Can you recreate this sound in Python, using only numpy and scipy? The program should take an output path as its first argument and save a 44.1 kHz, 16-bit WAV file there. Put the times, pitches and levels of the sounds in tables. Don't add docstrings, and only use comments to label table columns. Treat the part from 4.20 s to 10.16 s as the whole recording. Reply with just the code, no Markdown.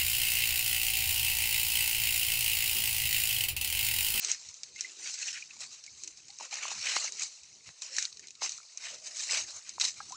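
import sys
import numpy as np
from scipy import signal
from scipy.fft import rfft, irfft, next_fast_len
from scipy.io import wavfile
from scipy.ndimage import uniform_filter1d, map_coordinates

SR = 44100
rng = np.random.default_rng(int(sys.argv[2]) if len(sys.argv) > 2 else 0)


def store_wav(level_fs):
    pcm = np.round(np.clip(np.atleast_2d(level_fs), -1, 1) * 32767)
    wavfile.write(sys.argv[1], SR, pcm.T.astype(np.int16))


N = 262833


def rustle():
    # f/Hz, relative level/dB
    crackle_shape = [(1500, -52.5), (3300, -2), (16000, 1)]
    scrape_shape = [(800, -40.5), (1500, 1), (3000, -1), (5000, -24.5)]
    slosh_shape = [(200, -28), (350, -15.5), (600, -7.5), (1300, -1), (2400, -31.5)]
    crackle_gain, scrape_gain, slosh_gain = strengths()

    clumps = slips(per_s=220, decay_s=0.012, base=1.09) * amp(0.63 * wobble(220))
    clicks = 0.51 * grains(1700, spread_db=1.5)
    spray = 0.28 * droplets(count=4000, centre_hz=3970, cycles=17.4, spread_db=4)
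    ticks = clicks + spray
    gurgle = 0.18 * droplets(count=500, centre_hz=1129, cycles=12, spread_db=1)

    crackle_source = clumps * (patchy(depth_db=4.0) + ticks)
    scrape_source = clumps * amp(2.5 * wobble(30)) * (patchy(depth_db=4.0) + ticks)
    slosh_source = clumps ** 1.2 * amp(0.55 * wobble(25)) * (patchy(depth_db=1.5) + gurgle)

    crackle = crackle_gain * unit(coloured(crackle_source, crackle_shape))
    scrape = scrape_gain * unit(coloured(scrape_source, scrape_shape))
    slosh = slosh_gain * unit(coloured(slosh_source, slosh_shape))
    return crackle + scrape + slosh


def strengths():
    # t/s at full strength, rise/s, hold/s, crackle level/dB,
    # scrape level/dB and slosh level/dB (both relative to the crackle)
    bursts = [(0.049, 0.094, 0.064, -29, -3.5, -14), (0.562, .03, 0.089, -41, -2, -31),
              (0.868, 0.18, 0.041, -29, -6.5, -17), (0.943, .04, .02, -36, -10, -25),
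              (1.002, .11, 0.094, -31, -5, -21), (1.142, 0.059, 0.045, -34.5, 0, -24),
              (1.299, 0.026, 0.015, -51, 11, -9), (1.41, 0.033, 0.026, -31.5, -10, -12.5),
              (1.512, 0.078, 0.028, -42, -7.5, -13.5), (1.816, 0.16, 0.03, -43, -14, -30),
              (2.202, 0.018, 0.057, -36.5, -3.5, -5), (2.325, 0.039, 0.046, -34, -1, -5.5),
              (2.426, 0.12, .1, -33, -1, -3), (2.691, 0.27, 0.081, -25.5, -3, -11.5),
              (2.813, 0.099, 0.035, -26.5, -6.5, -8.5), (3.019, 0.15, 0.017, -26.5, -11.5, -17),
              (3.468, 0.038, 0.018, -43.5, -5, -12.5), (3.622, 0.014, .012, -33.5, -8, -11),
              (3.646, .04, 0.054, -50, 4, -9), (3.79, 0.17, 0.041, -26.5, -6.5, -21),
              (4.032, .03, 0.024, -59, 4.5, -9), (4.22, 0.021, 0.031, -26.5, -5, -8),
              (4.306, .02, 0.066, -39, -11.5, -14.5), (4.625, 0.1, 0.12, -37, -3.5, -8.5),
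              (4.849, 0.073, .03, -35.5, -9.5, -15), (5.001, 0.17, 0.077, -30, -12.5, -19.5),
              (5.12, 0.077, 0.085, -23.5, -2.5, -9.5), (5.284, .06, 0.022, -35.5, -6.5, -9),
              (5.346, 0.039, 0.032, -38, -10, -2.5), (5.468, 0.088, 0.038, -41.5, 1.5, -9.5),
              (5.611, 0.016, 0.04, -21, -5, -14), (5.772, 0.058, 0.16, -43.5, -12, -7.5)]
    # t/s, crackle level/dB
    drain = [(0, -32), (.4, -49), (.7, -44), (1.3, -46), (2.0, -50), (3.15, -46.5), (3.4, -55.5),
             (3.92, -50.5), (4.15, -64), (4.5, -48), (5.96, -44.5)]
    fall_db_per_s = [305, 384, 411]
    rise_db = 30
    drain_layers_db = np.array([[0], [-12], [-14.5]])

    t = np.arange(N) / SR
    drain_db, = curves(drain)
    power = amp(2 * (drain_db + drain_layers_db))
    for s, rise, hold, db, scrape_db, slosh_db in bursts:
        start = max(round((s - 2 * rise) * SR), 0)
        near = slice(start, round((s + hold + .3) * SR))
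        layers_db = db + np.array([[0], [scrape_db], [slosh_db]])
        climb_db = rise_db * np.minimum(t[near] - s, 0) / rise
        fade_db = np.outer(fall_db_per_s, np.maximum(t[near] - s - hold, 0))
        power[:, near] += amp(2 * (layers_db + climb_db - fade_db))
    return np.sqrt(power)


def snaps():
    # t/s, level/dB before filtering, ring f/Hz
    fractures = [(.0476, -13.5, 6230), (0.1158, -9.5, 6700), (0.2881, -26, 5600), (.342, -30, 6550),
                 (.4334, -18.5, 5600), (0.6084, -13, 5660), (0.9894, -27, 6400), (1.1293, -24.5, 5310),
                 (1.4052, -29, 5040), (1.639, -26.5, 5360), (1.664, -28, 6860), (1.836, -21.5, 7050),
                 (1.8448, -27.5, 6260), (1.8759, -21, 6700), (1.973, -31.5, 5440), (2.083, -30.5, 5300),
                 (2.1035, -29.5, 4350), (2.187, -28.5, 6430), (2.251, -29, 6000), (2.3105, -24, 4130),
                 (2.3414, -20.5, 6400), (2.7667, -21, 6510), (2.9222, -22.5, 6260), (2.9958, -18.5, 6540),
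                 (3.0216, -16, 6630), (3.2337, -32.5, 6160), (3.352, -39, 6940), (3.62, -17.5, 4000),
                 (3.7663, -17, 5850), (3.7843, -8, 5940), (3.8257, -16, 6230), (3.8531, -15.5, 4300),
                 (3.8964, -37, 4120), (3.927, -29.5, 4300), (3.9717, -31, 4250), (3.995, -28.5, 6800),
                 (4.071, -28.5, 6440), (4.0842, -31, 4020), (4.1065, -29.5, 6760), (4.153, -33.5, 3940),
                 (4.2936, -17.5, 6330), (4.3202, -21, 6300), (4.3776, -27, 5970), (4.574, -22, 6300),
                 (4.9696, -24, 6700), (5.1212, -14.5, 6200), (5.493, -22, 6600), (5.5994, -15, 6400),
                 (5.6128, -8.5, 4030), (5.644, -12, 4090), (5.6502, -9.5, 4130), (5.705, -27, 5900),
                 (5.9213, -24.5, 6200)]
    out, t = np.zeros(N + SR), np.arange(SR // 10) / SR
    for s, db, hz in fractures:
        noise = rng.standard_normal((2, len(t)))
        click = amp(-60 * t / 0.005) * noise[0]
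        ring = 0.78 * amp(-60 * t / 0.0078) * np.sin(2 * np.pi * hz * t)
        puff = amp(-6.0 - 60 * t / 0.047) * noise[1]
        out[round(s * SR):][:len(t)] += amp(db) * (click + ring + puff)
    return coloured(out[:N], [(500, -23.0), (2500, -4.0), (16000, -4)])


def plops():
    # t/s, level/dB before filtering, initial f/Hz, t60/s, pitch rise/(Hz/ms)
    bubbles = [(.560, -26.5, 2080, .047, 5), (0.59, -27, 2660, 0.016, 5), (0.646, -17, 2020, 0.042, 3.3),
               (1.084, -20, 2750, 0.033, 4), (1.224, -21, 2420, .02, 7), (1.308, -26, 2580, .018, 7),
               (1.366, -33, 910, .012, 4), (1.677, -29.5, 2200, .031, 4), (2.095, -39, 784, 0.095, 1.5),
               (2.199, -22, 1030, 0.017, 3), (2.209, -14, 880, 0.017, 5), (2.327, -20, 810, 0.037, 1.2),
               (2.454, -8.5, 1050, 0.01, 5), (2.516, -11.5, 870, .01, 4), (2.766, 4, 1180, 0.0045, 6),
               (2.879, -18.5, 2160, 0.021, 7), (3.4907, -15, 1700, 0.0013, 8), (3.784, -4, 1750, 0.012, 9),
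               (3.994, -33, 1770, .022, 8), (4.221, -6, 950, 0.0066, 4), (4.384, -27.5, 1310, .015, 6),
               (4.402, -27.5, 1300, 0.013, 6), (4.671, -16.5, 1870, 0.0049, 8), (5.094, -13, 1950, .01, 8),
               (5.5819, -12, 980, 0.01, 5), (5.8036, -10.5, 1260, 0.015, 8),
               (5.804, -23.5, 796, 0.045, 1.7), (5.805, -22.5, 1600, 0.037, 3),
               (5.907, -27.5, 755, 0.051, 2.4), (5.923, -19.5, 958, .065, 7.3),
               (5.938, -33.5, 1020, .3, 18.4)]
    out, t = np.zeros(N + SR), np.arange(SR // 8) / SR
    for s, db, hz, t60, rise in bubbles:
        rise_hz_per_s = rise * 1000
        phase = 2 * np.pi * (hz * t + rise_hz_per_s * t * t / 2)
        onset = 1 - np.exp(-t / min(0.037 * t60, .0015))
        out[round(s * SR):][:len(t)] += amp(db - 60 * t / t60) * onset * np.sin(phase)
    return coloured(out[:N], [(200, -8.5), (600, -0.5)])


def swishes():
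    # t/s at the centre, level/dB, resonance f/Hz, half length/s
    passes = [(.08, -53, 410, 0.085), (0.517, -61, 490, 0.056), (.7, -61, 377, 0.21),
              (0.817, -56.5, 380, 0.071), (1.867, -55.5, 352, 0.078), (2.22, -55, 340, .04),
              (2.94, -56.5, 412, 0.088), (3.728, -53, 538, .06), (4.031, -62, 393, 0.12),
              (4.25, -54, 340, .05), (4.74, -47.5, 584, 0.052), (4.88, -54, 640, 0.16),
              (5.24, -55, 320, .08), (5.9, -61, 330, .06)]
    return swells(passes, t60=0.029)


def buffet():
    # t/s, level/dB
    air_level = [(0.0, -76.5), (1.64, -78), (4.85, -79.5), (5.18, -67), (5.48, -79.5), (5.96, -70.5)]
    # f/Hz, relative level/dB
    air_shape = [(15, -54), (25, -32), (81, -1.5), (172, -3.5), (211, -4.5), (400, -7), (520, -23.5),
                 (880, -120)]
    # t/s at the centre, level/dB before filtering,
    # resonance f/Hz, half length/s
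    thumps = [(.28, -64.5, 115, .05), (.53, -72, 70, .06), (1.75, -69, 80, 0.089), (1.9, -71.5, 80, 0.12),
              (2.58, -60, 161, 0.055), (3.24, -68, 76, .04), (3.49, -59, 114, 0.039), (3.97, -72, 70, .08),
              (5.15, -70, 90, 0.045), (5.25, -65, 76, 0.067), (5.36, -65.5, 81, 0.048),
              (5.81, -69, 105, .14)]
    level_db, = curves(air_level)
    rumble = coloured(rng.standard_normal(N), air_shape)
    air = amp(level_db) * unit(amp(4.2 * wobble(8)) * rumble)
    case = coloured(swells(thumps, t60=0.043), [(25, -29), (70, -5.5)])
    return air + case


def forest():
    # f/Hz, relative level/dB
    far_shape = [(150, -45.5), (400, -6), (1000, -7.5), (3000, -10.5), (6000, -9), (12000, -8.5)]
    level_db = -51.5
    clicks = 0.19 * grains(470, spread_db=8.5)
    trickle = 0.4 * droplets(count=900, centre_hz=4660, cycles=8.4, spread_db=2)
    return amp(level_db) * unit(coloured(patchy(depth_db=3.3) + clicks + trickle, far_shape))


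def grains(per_s, spread_db):
    chance, size, sign = rng.random(N), rng.exponential(size=N), rng.standard_normal(N)
    struck = chance < per_s / SR
    return unit(struck * amp(spread_db * np.minimum(size, 3.3)) * sign)


def droplets(count, centre_hz, cycles, spread_db):
    when, pitch, size, life = rng.random((count, 4)).T[:, :, None]
    k = np.arange(450)
    hz = centre_hz * 2 ** (2.4 * (pitch - .5))
    decay = np.exp(-k / SR * hz / (cycles * (0.12 + life)))
    ring = decay * np.sin(2 * np.pi * hz * k / SR)
    gain = amp(-spread_db * np.log(np.maximum(size, .02)))
    places = (when * N).astype(int) + k
    return unit(np.bincount(places.ravel(), (gain * ring).ravel(), minlength=N)[:N])


def slips(per_s, decay_s, base):
    tail = np.exp(-np.arange(SR // 10) / SR / decay_s)
    starts = abs(grains(per_s, spread_db=2.0))
    return base + unit(signal.fftconvolve(starts, tail)[:N])


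def swells(rows, t60):
    out = np.zeros(N + SR)
    for s, db, hz, length in rows:
        t = np.arange(round(2 * length * SR)) / SR
        mode = amp(-60 * t / t60) * np.sin(2 * np.pi * hz * t)
        hum = signal.fftconvolve(rng.standard_normal(len(t)), mode)[:len(t)]
        start = max(round((s - length) * SR), 0)
        out[start:][:len(t)] += amp(db) * unit(np.hanning(len(t)) * hum)
    return out[:N]


def patchy(depth_db):
    z = signal.stft(rng.standard_normal(N), nperseg=256)[2]
    field = uniform_filter1d(rng.standard_normal(z.shape), size=2, axis=0)
    field = uniform_filter1d(field, size=18, axis=1)
    return unit(signal.istft(z * amp(depth_db * unit(field)), nperseg=256)[1][:N])


def coloured(x, points):
    m = 2 * next_fast_len(N // 2 + 4096)
    f, db = np.transpose(points)
    log_f = np.log(np.fft.rfftfreq(m, 1 / SR) + 1)
    gain_db = np.interp(log_f, np.log(f + 1), db)
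    cepstrum = irfft(np.log(amp(gain_db)), m)
    cepstrum[1:m // 2] *= 2
    cepstrum[m // 2 + 1:] = 0
    return irfft(rfft(x, m) * np.exp(rfft(cepstrum)), m)[..., :N]


def wobble(rate):
    knots = rng.standard_normal(int(N * rate / SR) + 4)
    return map_coordinates(knots, [np.arange(N) * rate / SR])


def curves(rows):
    s, *cols = np.transpose(rows)
    return [np.interp(np.arange(N) / SR, s, c) for c in cols]


def amp(db):
    return 10 ** (np.asarray(db) / 20)


def unit(x):
    return x / np.sqrt(np.mean(x ** 2) + 1e-20)


def scene():
    # f/Hz, gain/dB
    microphone = [(60, -33.5), (350, -15), (1700, -15), (2480, -6), (2950, -9), (3400, -14), (3750, -4.5),
                  (4100, 0), (4700, -2.5), (6300, 3), (7900, -5.5), (8800, -20), (9250, -18),
                  (10100, -35.5), (11400, -38), (12400, -52.5), (13600, -57), (15400, -66)]
    airborne = rustle() + snaps() + plops() + swishes() + forest()
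    return (coloured(airborne, microphone) + buffet())[None]


def record(dry):
    top_hz = 15400
    m = next_fast_len(N)
    passed = np.fft.rfftfreq(m, 1 / SR) < top_hz
    return irfft(rfft(dry, m) * passed, m)[:, :N]


dry = scene()
out = record(dry)
store_wav(out)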